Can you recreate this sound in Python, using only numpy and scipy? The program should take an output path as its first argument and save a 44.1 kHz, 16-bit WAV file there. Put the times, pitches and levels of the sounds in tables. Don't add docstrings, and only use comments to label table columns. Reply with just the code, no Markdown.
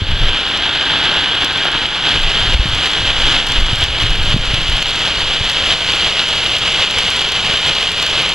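import sys
import numpy as np
from scipy import signal
from scipy.fft import rfft, irfft, next_fast_len
from scipy.io import wavfile
from scipy.ndimage import uniform_filter1d, minimum_filter1d, map_coordinates

SR = 44100
rng = np.random.default_rng(int(sys.argv[2]) if len(sys.argv) > 2 else 0)


def wrap_up_sound(samples):
    columns = np.atleast_2d(samples).T
    tamed = np.clip(columns, -1, 1)
    steps = np.round(tamed * 32767).astype(np.int16)
    wavfile.write(sys.argv[1], SR, steps)


N = 367794
TIME = np.arange(N) / SR

# t/s, roof gain/dB, yard gain/dB
MIC_FACING = [(0, -2, -5), (1.1, 1.5, -6.5), (1.8, 1, -2.5), (2.2, -4, -1.5), (3.3, -1, 2.5),
              (3.9, -3.5, 1), (4.6, -9, 1.5), (5.1, -5, 2), (6.2, -14, 3), (8.34, -27, 2.5)]
# f/Hz, width/Hz, gain/dB
MIC_MODES = [(3092, 790, 7)]
# f/Hz, level/dB
ROAR_SPECTRUM = [(20, 4), (65, 4), (120, 1), (175, 1.5), (230, -3.5), (310, -4.5), (450, -0.5), (560, 0),
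                 (750, -1), (1600, 0), (2000, -2.5), (2700, 1.5), (4000, -28), (8000, -49)]
# f/Hz, level/dB
PATTER_SPECTRUM = [(300, -24.5), (1500, -9), (2400, -6), (3100, -3), (3800, -7), (4600, -11), (5300, -18.5),
                   (8000, -30.5), (15000, -47.5)]


def amp(db):
    return 10 ** (np.asarray(db) / 20)


def unit(x):
    return x / np.sqrt(np.mean(x ** 2) + 1e-20)


def curves(rows):
    times, *columns = np.transpose(rows)
    return [np.interp(TIME, times, column) for column in columns]


def wobble(knots_per_s):
    knots = rng.standard_normal(int(N * knots_per_s / SR) + 4)
    return map_coordinates(knots, [TIME * knots_per_s])


def coloured(x, spectrum, size=8192):
    hz, db = np.transpose(spectrum)
    grid_hz = np.fft.rfftfreq(size, 1 / SR)
    gain = amp(np.interp(np.log(grid_hz + 1), np.log(hz), db))
    cepstrum = irfft(np.log(gain))
    cepstrum[1:size // 2] *= 2
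    cepstrum[size // 2 + 1:] = 0
    return signal.fftconvolve(x, irfft(np.exp(rfft(cepstrum))))[:N]


def resonances(x, modes):
    return sum(amp(db) * signal.lfilter(*signal.iirpeak(hz, hz / width_hz, SR), x)
               for hz, width_hz, db in modes)


def drops(per_s, spread_db):
    falls = rng.random(N) < per_s / SR
    sizes = amp(spread_db * np.clip(rng.standard_normal(N), -3, 2.5))
    return unit(falls * sizes * rng.choice([-1, 1], N))


def scattered(x, t60_s, wet_db):
    pole = amp(-120 / (t60_s * SR))
    energy = signal.lfilter([1 - pole], [1, -pole], x ** 2)
    return x + amp(wet_db) * np.sqrt(np.abs(energy)) * rng.standard_normal(N)


def smacks(events, t60_s, tail_db, tail_t60_s=0.075, attack_s=0.0003):
    out, t = np.zeros(N + SR), np.arange(SR // 10) / SR
    attack = 1 - np.exp(-t / attack_s)
    envelope = attack * (amp(-60 * t / t60_s) + amp(tail_db - 60 * t / tail_t60_s))
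    for start_s, db in events:
        out[round(start_s * SR):][:len(t)] += amp(db) * envelope * rng.standard_normal(len(t))
    return out[:N]


def rain_level_db():
    # t/s, level/dB
    strength = [(0, -18), (1.05, -16), (1.4, -17.5), (2.2, -17), (3.3, -16), (3.7, -18), (4.3, -19),
                (4.65, -18), (4.9, -16.5), (6.8, -15.5), (8.34, -16)]
    # peak t/s, width/s, rise/dB
    squalls = [(1.093, 0.22, 0.8), (1.427, 0.033, 4), (2.13, 0.19, 2), (2.534, 0.046, 2), (3.32, 0.17, 4),
               (3.846, 0.081, 6), (4.035, .08, 2.5), (4.315, 0.056, 3), (4.88, 0.084, 2),
               (5.73, 0.057, 7.5), (5.975, 0.23, 1), (6.875, 0.12, 2.5), (7.676, 0.06, 4)]
    steady_db, = curves(strength)
    squall_db = sum(db * np.exp(-(2 * (TIME - peak_s) / width_s) ** 2) for peak_s, width_s, db in squalls)
    clump_db = 0.91 * wobble(knots_per_s=20) + 0.41 * wobble(knots_per_s=60)
    return steady_db + squall_db + clump_db


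def sheets(blows, contact_hz):
    # f/Hz, width/Hz, gain/dB
    sheet_modes = [(153, 24, -5.5), (293, 48, -2), (340, 65, -6.5), (857, 154, -3.5), (1370, 510, -6),
                   (1594, 243, 1), (3344, 320, 7)]
    soft = signal.sosfilt(signal.butter(4, contact_hz, fs=SR, output="sos"), blows)
    return resonances(soft, sheet_modes)


def rain():
    # f/Hz, level/dB
    yard_spectrum = [(1000, -10.5), (3000, 4), (4600, 4.5), (5400, -3), (6600, -3), (8300, -13),
                     (10200, -15.5), (11400, -24.5), (14000, -28), (15800, -41)]
    roof_db, yard_db = curves(MIC_FACING)
    level_db = rain_level_db()
    large = drops(per_s=220, spread_db=3.5)
    impacts = drops(per_s=4000, spread_db=2.5) + amp(-4.5) * large
    overhead = scattered(drops(per_s=1500, spread_db=2.5), t60_s=0.086, wet_db=-4)
    drum = unit(sheets(overhead, contact_hz=3780))
    roar = unit(coloured(scattered(impacts, t60_s=0.062, wet_db=2.5), ROAR_SPECTRUM))
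    taps = coloured(scattered(impacts, t60_s=0.025, wet_db=-1), PATTER_SPECTRUM)
    patter = unit(taps + 0.87 * resonances(taps, MIC_MODES))
    splashes = 0.5 * impacts + drops(per_s=5000, spread_db=6.5)
    hiss = unit(coloured(scattered(splashes, t60_s=0.052, wet_db=3.5), yard_spectrum))
    near = amp(roof_db - 4.5) * drum + amp(0.029 * yard_db) * patter
    far = amp(yard_db - 12.5) * hiss + amp(-7) * roar
    return amp(level_db) * (near + far)


def gust(start_s, length_s, attack_s=0.085, release_s=0.048):
    rise = np.clip((TIME - start_s) / attack_s, 0, 1)
    return rise * np.exp(-np.maximum(TIME - start_s - length_s, 0) / release_s)


def wind():
    # start t/s, length/s, level/dB
    gusts = [(-.12, 0.41, -14), (1.68, 0.094, -24), (2.08, 0.21, -18), (2.325, 0.42, -14),
             (2.95, 0.42, -17), (3.45, 0.48, -16.5), (3.943, 0.56, -15.5), (4.416, 0.43, -17.5),
             (5.06, 0.4, -24.5), (5.48, 0.35, -28.5)]
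    # f/Hz, level/dB
    buffet_spectrum = [(8, -5.5), (20, 8), (45, -3), (80, -7), (140, -10.5), (220, -24), (400, -28.5),
                       (1000, -57.5)]
    # t/s, level/dB, f/Hz
    slaps = [(0.019, 2.5, 90), (0.12, -3, 60), (2.546, 1.5, 55), (2.595, 3, 46), (2.656, -5.5, 138),
             (3.27, -20, 35), (3.621, -4, 25.5), (3.73, -6.5, 110), (3.83, -5.5, 70.5), (4.04, -8, 105),
             (4.097, -4.5, 24.4), (4.343, 1.5, 122), (4.363, -1, 207), (4.535, -8.5, 100), (4.69, -9.5, 55),
             (5.409, -11, 100)]
    breeze = amp(-45)
    force = breeze + np.max([amp(db) * gust(start_s, length_s) for start_s, length_s, db in gusts], axis=0)
    flutter_db = 2.4 * wobble(knots_per_s=20)
    buffet = unit(coloured(rng.standard_normal(N), buffet_spectrum))
    air = force * amp(flutter_db - 2.5) * buffet
    t = np.arange(SR // 8) / SR
    for start_s, db, hz in slaps:
        cycles = hz * t
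        swell = np.exp(-cycles / 0.76) * (1 - np.exp(-cycles / 0.047))
        air[round(start_s * SR):][:len(t)] += amp(db + 2) * swell * np.sin(2 * np.pi * cycles)
    return air


def knocks():
    # t/s, level/dB
    fat_drops = [(0.9, -14), (1.12, -18), (1.421, -28), (1.56, -18), (1.653, -14), (1.683, -12),
                 (1.694, -17), (1.749, -11.5), (2.067, -16), (5.063, -21)]
    blows = smacks(fat_drops, t60_s=0.029, tail_db=-3)
    return amp(3.5) * sheets(blows, contact_hz=2580) + amp(2) * coloured(blows, ROAR_SPECTRUM)


def drips():
    # t/s, spray level/dB, tap level/dB
    eave_drips = [(1.1248, -25, -12), (1.1404, -23, -6), (1.2411, -22, -7), (1.4458, -11, -2),
                  (1.856, -31, 4.5), (3.4, -28, 2.5), (3.5197, -13, -9), (3.601, -17, -15), (3.8382, -5, 4),
                  (4.0332, -17, -2), (4.542, -15, -1.5), (4.8252, -9, 0), (5.497, -13, 5.5),
                  (5.9205, -12, -10), (6.193, -28, 7), (6.287, -16, -22), (6.566, -17, 5.5),
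                  (6.584, -10, -6), (6.9096, -11, -4), (6.9855, -11, -4), (7.145, -24, -8), (7.32, -13, -5),
                  (8.0265, -10, -8), (8.0647, -13, -9)]
    # f/Hz, level/dB
    spray_spectrum = [(500, 1.5), (3000, 7.5), (6000, 3.5), (10000, -7), (12000, -12.5), (15500, -9)]
    times, spray_db, tap_db = np.transpose(eave_drips)
    _, yard_db = curves(MIC_FACING)
    spray = smacks(zip(times, spray_db), t60_s=0.013, tail_db=-22)
    landings = smacks(zip(times, tap_db), t60_s=0.013, tail_db=-14)
    taps = amp(3) * coloured(landings, PATTER_SPECTRUM)
    small = scattered(drops(per_s=16, spread_db=2.5), t60_s=0.016, wet_db=9)
    ticks = amp(-52 + 0.5 * yard_db) * small
    return coloured(spray + ticks, spray_spectrum) + resonances(taps + amp(7) * ticks, MIC_MODES)


def limiter_gain(x, ceiling=0.88, hold_s=0.026, recovery_db_per_s=34.5):
    over_db = 20 * np.log10(np.maximum(1, np.abs(x) / ceiling))
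    over_db[0] = 7
    half_hold = int(hold_s * SR / 2)
    held_db = -minimum_filter1d(-over_db, size=2 * half_hold + 1, origin=half_hold)
    climb_db = recovery_db_per_s * TIME
    duck_db = np.maximum.accumulate(held_db + climb_db) - climb_db
    return uniform_filter1d(minimum_filter1d(amp(-duck_db), size=61), size=61)


def scene():
    return np.tile(rain() + knocks() + drips() + wind(), (2, 1))


def record(dry, top_hz=15750):
    # f/Hz, phase/rad
    left_lag = [(300, 0), (1000, .12), (3000, .42), (15750, 2.25)]
    limited = dry * limiter_gain(dry[0])
    size = next_fast_len(N + SR // 4, real=True)
    hz = np.fft.rfftfreq(size, 1 / SR)
    lag_rad = np.interp(hz, *np.transpose(left_lag))
    response = np.exp(0.5j * np.outer([-1, 1], lag_rad)) * (hz < top_hz)
    return irfft(rfft(limited, size) * response, size)[..., :N]


dry = scene()
out = record(dry)
wrap_up_sound(out)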